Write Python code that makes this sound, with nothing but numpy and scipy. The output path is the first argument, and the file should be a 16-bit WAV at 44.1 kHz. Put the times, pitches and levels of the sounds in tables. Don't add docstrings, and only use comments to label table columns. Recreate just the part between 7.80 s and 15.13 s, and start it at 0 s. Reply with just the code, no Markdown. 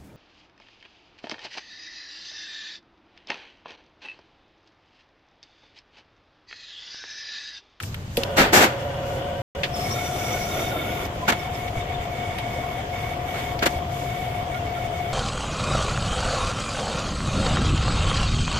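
import sys
import numpy as np
from scipy import signal
from scipy.io import wavfile

SR = 44100
rng = np.random.default_rng(int(sys.argv[2]) if len(sys.argv) > 2 else 0)


def generate_wav(signal):
    frames = np.transpose(np.atleast_2d(signal))
    scaled = np.clip(frames, -1, 1) * 32767
    pcm = np.round(scaled).astype(np.int16)
    wavfile.write(sys.argv[1], SR, pcm)


def voltage_ratio(decibels):
    exponent = np.asarray(decibels, float) / 20
    return 10 ** exponent


N = 323237
TIME_S = np.arange(N) / SR
SLICES_PER_S = 39.72
BODY_EDGE_HZ = 3750
MOTOR_ON_S = 0.372
CUT_RISE_DB_PER_S, CUT_FALL_DB_PER_S = 500.0, 900.0


def in_time(rows):
    return np.interp(TIME_S, *np.transpose(rows))


def rms_one(x):
    return x / np.sqrt(np.mean(x ** 2) + 1e-20)


def at_hz(points, hz):
    points = np.array(points)
    return np.interp(np.log(hz), np.log(points[:, 0]), points[:, 1])


def band_pass(x, low_hz, high_hz):
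    return signal.sosfilt(signal.butter(2, [low_hz, high_hz], "band", fs=SR, output="sos"), x)


def below_edge(x):
    return signal.sosfilt(signal.cheby2(8, 30, BODY_EDGE_HZ + 250, fs=SR, output="sos"), x)


def drift(rate_hz):
    r = np.exp(-80 * np.pi * rate_hz / SR)
    slow = signal.lfilter([1], [1, -2 * r, r * r], rng.standard_normal(N // 40 + 2002))[2000:]
    return np.interp(np.arange(N) / 40, np.arange(len(slow)), rms_one(slow - slow.mean()))


def bursts(rows, rise, fall):
    s, length, db = np.transpose(rows)[:, :, None]
    t = np.arange(0, N / SR + .002, .001)
    rise_db = rise * np.maximum(s - t, 0)
    fall_db = np.reshape(fall, (-1, 1)) * np.maximum(t - s - np.abs(length), 0)
    gain = voltage_ratio(db - rise_db - fall_db)
    return np.interp(TIME_S, t, gain.max(axis=0))


def splices(overlap, shift):
    count = TIME_S * SLICES_PER_S + 1 + shift
    fade = np.clip((count % 1 - 1) / overlap + 1, 0, 1)
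    return count.astype(int), np.sin(np.pi / 2 * fade) ** 2


def spliced_tones(tones, jump, dip, shift, level_db):
    k, fade = splices(.7, shift)
    out = 0
    for hz, db, pan_db, spread_hz in tones:
        step, size, detune = rng.standard_normal((3, k[-1] + 2))
        w = 2 * np.pi * (hz + spread_hz * detune)
        gain = voltage_ratio(db + level_db * size)
        start_s = (np.arange(len(w)) - 1 - shift) / SLICES_PER_S
        phase = np.cumsum(jump * step) + (2 * np.pi * hz - w) * start_s
        this_slice = gain[k] * np.sin(w[k] * TIME_S + phase[k])
        next_slice = gain[k + 1] * np.sin(w[k + 1] * TIME_S + phase[k + 1])
        left = (1 - fade) * this_slice + fade * next_slice
        right = np.roll(left, round(rng.uniform(0, 1.2) * hz / 1000))
        out = out + voltage_ratio([[pan_db / 2], [-pan_db / 2]]) * np.array([left, right])
    return 2.0 * out * (1 - dip * 4 * fade * (1 - fade))


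# frequency in Hz, likeness from -1 to 1.
PORT_LIKENESS = [(60, 0.99), (130, 0.99), (290, 0.95), (640, 0.69), (1410, -0.21), (3100, 0.0078),
                 (6820, -0.16), (15000, -0.061)]
# frequency in Hz, left over right in dB.
PORT_LEAN = [(60, 0.5), (130, 0.5), (290, 1), (640, 1), (1410, 0), (3100, 1), (6820, -0.5), (15000, 0.0)]


def coloured(spectrum, patchy_db, grain_db=0.0, per_s=3000):
    heard = [hz for hz, db in spectrum if db > -70]
    low_hz, top_hz = heard[0], min(heard[-1], .45 * SR)
    edges = np.geomspace(low_hz, top_hz, round(3 * np.log2(top_hz / low_hz)) + 1)
    white = rng.standard_normal((2, 2, N))
    together = drift(2.2)
    out = 0
    if grain_db:
        click = voltage_ratio(grain_db * np.minimum(rng.exponential(1, N), 3))
        white *= 0.45 + (rng.random(N) < per_s / SR) * click
    for k, (low, high) in enumerate(zip(edges, edges[1:])):
        mid, side = band_pass(white[k % 2], low, high)
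        hz = np.sqrt(low * high)
        alike = np.clip(at_hz(PORT_LIKENESS, hz), -1, 1)
        lean_db = at_hz(PORT_LEAN, hz) / 2
        flicker_db = patchy_db * (0.31 * together + drift(10.0)) if patchy_db else 0
        gain = voltage_ratio(at_hz(spectrum, hz) + flicker_db) * voltage_ratio([[lean_db], [-lean_db]])
        out = out + gain * (np.sqrt(1 + alike) * mid + np.sqrt(1 - alike) * side * [[1], [-1]])
    return rms_one(out)


# frequency in Hz, level in dB per Hz.
ROOM_SPECTRUM = [(120, -39.5), (200, -18), (232, -14.5), (338, -22), (535, -19.5), (587, -21.5),
                 (5000, -35), (6500, -75), (11000, -120)]
RUMBLE_SPECTRUM = [(11, -42.5), (18, -7.5), (43, -4.5), (97, 4), (122, 4.5), (173, -6.5), (220, -11),
                   (290, -33), (480, -120)]


def workshop():
    room = voltage_ratio(-43) * coloured(ROOM_SPECTRUM, patchy_db=-1.0)
    return room + voltage_ratio(-33.5) * coloured(RUMBLE_SPECTRUM, patchy_db=1.0)


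# start in seconds, length in seconds, level of the shank's song in dB.
BITE_EVENTS = [(2.05, 0.059, -40.5), (2.16, 0.11, -41), (2.385, 0.28, -41.5), (2.7, 0.56, -44),
               (3.47, 0.2, -43), (3.735, 0.15, -43), (3.97, 0.04, -41.5), (4.095, 0.048, -42.5),
               (4.21, .05, -43), (4.32, .685, -43), (5.135, .2, -42), (5.48, 0.25, -42), (5.8, 0.184, -44),
               (6.12, .13, -48), (6.27, .36, -44.5), (6.72, .06, -44), (6.86, 0.088, -46),
               (6.95, 0.12, -43.5), (7.14, 0.23, -44)]


def biting():
    return bursts(BITE_EVENTS, rise=450.0, fall=650.0) * voltage_ratio(.6 * drift(7.5))


# frequency in Hz, level in dB per Hz.
AIR_SPECTRUM = [(2240, -37), (3800, 0.5), (4120, -11), (5780, -6.5), (7380, -9), (8800, -13.5),
                (10800, -18), (12600, -9.5), (14500, -16), (15300, -15)]
# start in seconds, length in seconds, level in dB.
CHIP_EVENTS = [
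    (1.965, 0.88, -40),
    (2.86, 0.405, -46),
]
CHIP_FALLS = [58, 900.0]
# start in seconds, length in seconds, level in dB.
PUFF_EVENTS = [(.03, .03, -43), (.07, 0.052, -50.5), (.385, .005, -39), (.44, .01, -49), (.51, .01, -50),
               (.9, .03, -65), (1.005, 0.0072, -49), (1.27, 0.084, -48), (1.87, .01, -51), (2.47, .03, -47),
               (3.37, .06, -52), (3.56, .03, -49), (3.74, 0.069, -50), (4.0, .004, -58), (5.53, 0.082, -55),
               (5.9, .03, -44), (6.12, 0.13, -47.5), (6.76, .02, -53), (7.17, .03, -51)]


def hiss(bite):
    chips = bursts(CHIP_EVENTS, CUT_RISE_DB_PER_S, CHIP_FALLS)
    puffs = bursts(PUFF_EVENTS, rise=303, fall=153)
    air = voltage_ratio(np.where(TIME_S < MOTOR_ON_S, -54, -50.5))
    bite_chips = voltage_ratio(-7) * bite
    power = air ** 2 + bite_chips ** 2 + chips ** 2 + puffs ** 2
    return np.sqrt(power) * coloured(AIR_SPECTRUM, patchy_db=1.2)


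# start in seconds, peak in dB, ring in Hz, 60 dB decay in seconds, crack in dB.
TICK_EVENTS = [(0.0014, -20.5, 1630, 0.04, -15), (0.026, -29, 6800, 0.031, -6),
               (0.0333, -25.5, 1880, 0.038, -6), (0.126, -39, 2970, 0.04, -14),
               (0.1437, -23, 1960, 0.028, -7), (0.3704, -12, 3150, 0.041, -4),
               (0.4344, -12, 3120, 0.017, -8), (0.575, -15, 2160, 0.047, -9), (1.8333, -13, 2160, 0.1, -22),
               (1.8456, -27, 3000, 0.075, -25), (3.253, -27, 3780, 0.039, -14),
               (3.488, -16, 1500, 0.04, -22), (3.881, -28, 2190, 0.04, -20),
               (4.584, -21.5, 2250, 0.081, -12.5), (5.597, -29, 2210, 0.059, -9),
               (5.791, -23.5, 3150, 0.041, -15), (5.8275, -33, 2290, 0.04, -20),
               (5.861, -14, 2100, 0.072, -10), (6.7453, -30, 2170, 0.04, -14)]


def ticks():
    out = np.zeros((2, N))
    t = np.arange(SR // 8) / SR
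    for s, db, hz, t60, crack_db in TICK_EVENTS:
        burst = rng.standard_normal((2, len(t))) * voltage_ratio(-60 * t / np.clip(t60, .005, .2))
        part = band_pass(burst, hz / 1.45, hz * 1.69)
        crack = signal.sosfilt(signal.butter(2, 5500, "high", fs=SR, output="sos"), burst)
        at = round(s * SR)
        out[:, at:at + len(t)] += voltage_ratio(db) * (part / np.abs(part).max() * 1.34 + voltage_ratio(crack_db) * crack * 0.92)
    return out


def ring(s, hz, t60):
    t = np.maximum(TIME_S - s, 0)
    return np.sin(2 * np.pi * hz * t) * voltage_ratio(-60 * t / t60)


# start in seconds, peak in dB, pitch in Hz, 60 dB decay in seconds.
THUD_EVENTS = [
    (0.376, -12.5, 477, 0.075),
    (.6, -28, 45, 0.51),
    (3.968, -17, 108, 0.14),
    (4.19, -24, 75, 0.18),
    (5.96, -22, 82, .25),
]


def thuds():
    out = np.zeros((2, N))
    for s, db, hz, t60 in THUD_EVENTS:
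        out += voltage_ratio(db) * (ring(s, hz, t60) + .5 * ring(s + 0.00435, hz * 0.52, t60))
    return out


# frequency in Hz, level in dB per Hz.
KNOCK_SPECTRUM = [(76, -54.5), (130, -20), (232, -7.5), (362, -8), (479, -10.5), (564, -11.5), (855, -9),
                  (977, -16.5), (1480, -8.5), (4500, -23.5), (5850, -60.5), (9900, -120)]
JANGLE_SPECTRUM = [(2060, -50.5), (3500, -11.5), (6850, -6), (9700, -22), (13400, -7.5), (15100, -18.5),
                   (15500, -25), (15900, -56)]
# start in seconds, length in seconds, body in dB, jangle over body in dB, decay in dB per second.
KNOCK_EVENTS = [
    (0.571, .008, -18.5, -8.5, 190.0),
    (0.583, 0.028, -11.5, -12, 191),
    (0.733, 0.043, -11, -6.5, 150.0),
    (0.807, 0.038, -12, -10.5, 380.0),
    (3.483, 0.022, -16, -12, 950.0),
    (3.522, .004, -21, -13, 650.0),
    (5.542, 0.067, -34, -16, 300.0),
    (5.827, 0.0073, -16.5, -15, 600.0),
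    (5.86, 0.0096, -15, -10.5, 1100.0),
]


def clatter():
    s, length, db, bright_db, fall = np.transpose(KNOCK_EVENTS)
    body = bursts(np.c_[s, length, db], 2600.0, fall)
    bright = bursts(np.c_[s, length, db + bright_db], 2600.0, 1.46 * fall)
    knock = body * coloured(KNOCK_SPECTRUM, patchy_db=0.5, grain_db=2.0, per_s=2200)
    return knock + bright * coloured(JANGLE_SPECTRUM, patchy_db=0.5)


# pitch in Hz, level in dB, left over right in dB, spread in Hz.
IDLE_WHINE = [(554, 0, -4, 13), (958, -15, 1, 14), (1480, -16, 1, 50), (1850, -23, 0, 40),
              (2910, -18, 0, 60)]
LOADED_WHINE = [(710.7, -1.5, 12, 11.2), (739, -17, 22, 4.5)]
# time in seconds, strength of the loaded whine in dB.
SPINDLE_LOAD = [(.4, -41), (.56, -42), (1.15, -41), (1.5, -35.5), (1.61, -38), (1.82, -43), (1.95, -34.5),
                (3.24, -38), (3.3, -43), (3.45, -38), (3.6, -36), (5.8, -35), (7.33, -32.5)]
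# frequency in Hz, level in dB per Hz.
WASH_SPECTRUM = [(120, -46.5), (200, -15), (514, -10.5), (716, -10.5), (810, -15.5), (997, -16.5),
                 (1270, -13.5), (1420, -29.5), (2010, -14.5), (2300, -33), (2760, -22), (3750, -21.5),
                 (4880, -74.5), (8250, -120)]
# start in seconds, length in seconds, level in dB.
GEAR_SHAKES = [
    (.4, 0.04, -33.5),
    (.9, 0.043, -35),
]


def motor():
    load_db = in_time(SPINDLE_LOAD)
    running = np.clip((TIME_S - MOTOR_ON_S) / 0.0033, 0, 1)
    engage_s, engage_length_s = 1.803, 0.23
    idle_db = np.interp(TIME_S, [engage_s, engage_s + engage_length_s], [-35.5, -58.5])
    loaded = voltage_ratio(load_db - 1.5) * spliced_tones(LOADED_WHINE, jump=1.2, dip=.4, shift=-.2, level_db=1.5)
    idle = voltage_ratio(idle_db) * spliced_tones(IDLE_WHINE, jump=1.86, dip=.1, shift=0.031, level_db=1.0)
    steady = voltage_ratio(-34.5 + 0.1 * (load_db - load_db.mean()))
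    wash = np.hypot(steady, bursts(GEAR_SHAKES, rise=200.0, fall=26))
    gears = wash * below_edge(coloured(WASH_SPECTRUM, patchy_db=1.5, grain_db=3.5))
    return running * (loaded + idle + gears)


# start in seconds, length in seconds, pitch in Hz, level in dB.
SQUEAK_EVENTS = [(2.112, 0.021, 5540, -30.5), (2.596, .06, 5800, -44), (2.097, 0.055, 1082, -35),
                 (3.419, .04, 1010, -33), (3.596, .02, 5300, -47), (3.745, .02, 5200, -45),
                 (4.003, .035, 3600, -43), (4.125, 0.036, 3560, -40.5), (6.735, 0.054, 1410, -38.5),
                 (6.79, .015, 2800, -44), (6.961, .03, 1380, -39)]


def squeaks():
    out = np.zeros((2, N))
    t = np.arange(SR // 8) / SR
    width = 0.017
    for s, length, hz, db in SQUEAK_EVENTS:
        swell = np.sin(np.pi * np.clip(t / (length + 0.018), 0, 1))
        friction = band_pass(rng.standard_normal((2, len(t))), hz * (1 - width), hz * (1 + width))
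        at = round((s - .01) * SR)
        out[:, at:at + len(t)] += voltage_ratio(db) * swell * rms_one(friction)
    return out


# pitch in Hz, level in dB, left over right in dB, spread in Hz.
SHANK_SONG = [(2220, 0, -4, 20), (1385, -14, 1, 40), (3040, -16, 0, 40), (3360, -16, 0, 40),
              (3600, -11, 0, 45)]
# frequency in Hz, level in dB per Hz.
RASP_SPECTRUM = [(1100, -37.5), (1300, -10), (1450, -15), (1720, -31), (2000, 5), (2600, -20), (3000, -5.5),
                 (3750, -8)]


def shank(bite):
    song = spliced_tones(SHANK_SONG, jump=2.5, dip=.8, shift=.1, level_db=1.5)
    return bite * (song + below_edge(coloured(RASP_SPECTRUM, patchy_db=0.5)))


# frequency in Hz, level in dB per Hz.
GRIT_SPECTRUM = [(94, -51), (160, -30), (200, -11.5), (711, -7.5), (844, -18), (1410, -18), (1700, -36.5),
                 (2180, -18), (2590, -21.5), (3750, -20), (4880, -53), (8250, -120)]
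# pitch in Hz, level in dB, left over right in dB, spread in Hz.
GRIND_RINGING = [(1385, -13, 1, 45), (3600, -14, 0, 55), (2220, -12, -3, 25)]


def grind(cut, sizzle):
    grit = below_edge(coloured(GRIT_SPECTRUM, patchy_db=2.0, grain_db=3.5))
    ringing = spliced_tones(GRIND_RINGING, jump=2.5, dip=.75, shift=.1, level_db=3.5)
    ringing = ringing * np.clip((TIME_S - 2.14) / .15 + 1, .3, 1)
    return cut * voltage_ratio(1.5 * drift(4.2)) * (grit + voltage_ratio(-1.0) * ringing + voltage_ratio(-7.5) * sizzle)


# time in seconds, pitch in Hz.
SQUEAL_PITCH = [(1.95, 5400), (1.986, 5360), (2.224, 5740), (2.782, 5800), (2.95, 5600)]
# start in seconds, length in seconds, grinding in dB.
CUT_EVENTS = [
    (1.96, 0.16, -35),
    (2.14, .7, -31.5),
    (2.85, 0.416, -33),
]


def squeal(cut):
    fading = np.clip((2.95 - TIME_S) / 0.076, 0, 1) * np.minimum(2 * cut / cut.max(), 1)
    fading = fading * voltage_ratio(-4 * (TIME_S - CUT_EVENTS[0][0]))
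    squeal_hz = in_time(SQUEAL_PITCH)
    flutes = 0
    for below_hz, db in [(0, -2), (-170, -9), (150, -7), (330, -10)]:
        wobble_hz = squeal_hz - below_hz + 95 * drift(300) + 60 * drift(8)
        flutter = voltage_ratio(db + 5.5 * drift(25))
        flutes = flutes + flutter * np.sin(2 * np.pi * np.cumsum(wobble_hz) / SR + [[0], [1.7]])
    return fading * voltage_ratio(-41.5) * flutes


# start in seconds, length in seconds, level in dB.
MIST_EVENTS = [(1.28, .08, -52), (3.74, .08, -53.5), (5.2, .15, -53), (5.5, .15, -48), (6.15, .4, -49)]


def reamer(bite):
    cut = bursts(CUT_EVENTS, CUT_RISE_DB_PER_S, CUT_FALL_DB_PER_S)
    sizzle = band_pass(rng.standard_normal((2, N)), 10800, 14500)
    fizz = (voltage_ratio(-13) * bite + bursts(MIST_EVENTS, rise=60.0, fall=65.0)) * sizzle
    return shank(bite) + grind(cut, sizzle) + fizz + squeal(cut)


def scene():
    bite = biting()
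    background = workshop() + hiss(bite)
    knocks = ticks() + thuds() + clatter()
    return background + knocks + motor() + squeaks() + reamer(bite)


# frequency in Hz, share of quiet bands lost.
LOST_BANDS = [(3500, 0), (4200, .02), (7800, .02), (8500, .22), (11200, .27), (12000, .03), (14300, .04),
              (15000, .3), (15400, .9)]


def dropouts(x):
    hz, s, z = signal.stft(x, SR, nperseg=512, noverlap=384)
    draw = rng.random((len(hz) // 3 + 1, len(s) // 12 + 1))
    draw = draw.repeat(3, axis=0).repeat(12, axis=1)[:len(hz), :len(s)]
    loud = np.abs(z[:, 50:]).mean(axis=(0, 1))
    quietness = np.clip(np.median(loud) / (loud + 1e-12), 0, 1.5)
    share = at_hz(LOST_BANDS, np.maximum(hz, 1))[:, None] * quietness
    return signal.istft(z * (draw > share), SR, nperseg=512, noverlap=384)[1][:, :N]


def top_cut(x):
    return signal.sosfilt(signal.butter(12, 16050, fs=SR, output="sos"), x)


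def record(dry):
    x = signal.sosfilt(signal.cheby2(14, 80, 16050, fs=SR, output="sos"), np.tanh(dry))
    silence_s, resume_s = 1.6188, 1.749
    gap = np.clip(np.maximum((silence_s - TIME_S) / .0005, (TIME_S - resume_s) / .002), 0, 1)
    return top_cut(dropouts(x) * gap)


dry = scene()
out = record(dry)
generate_wav(out)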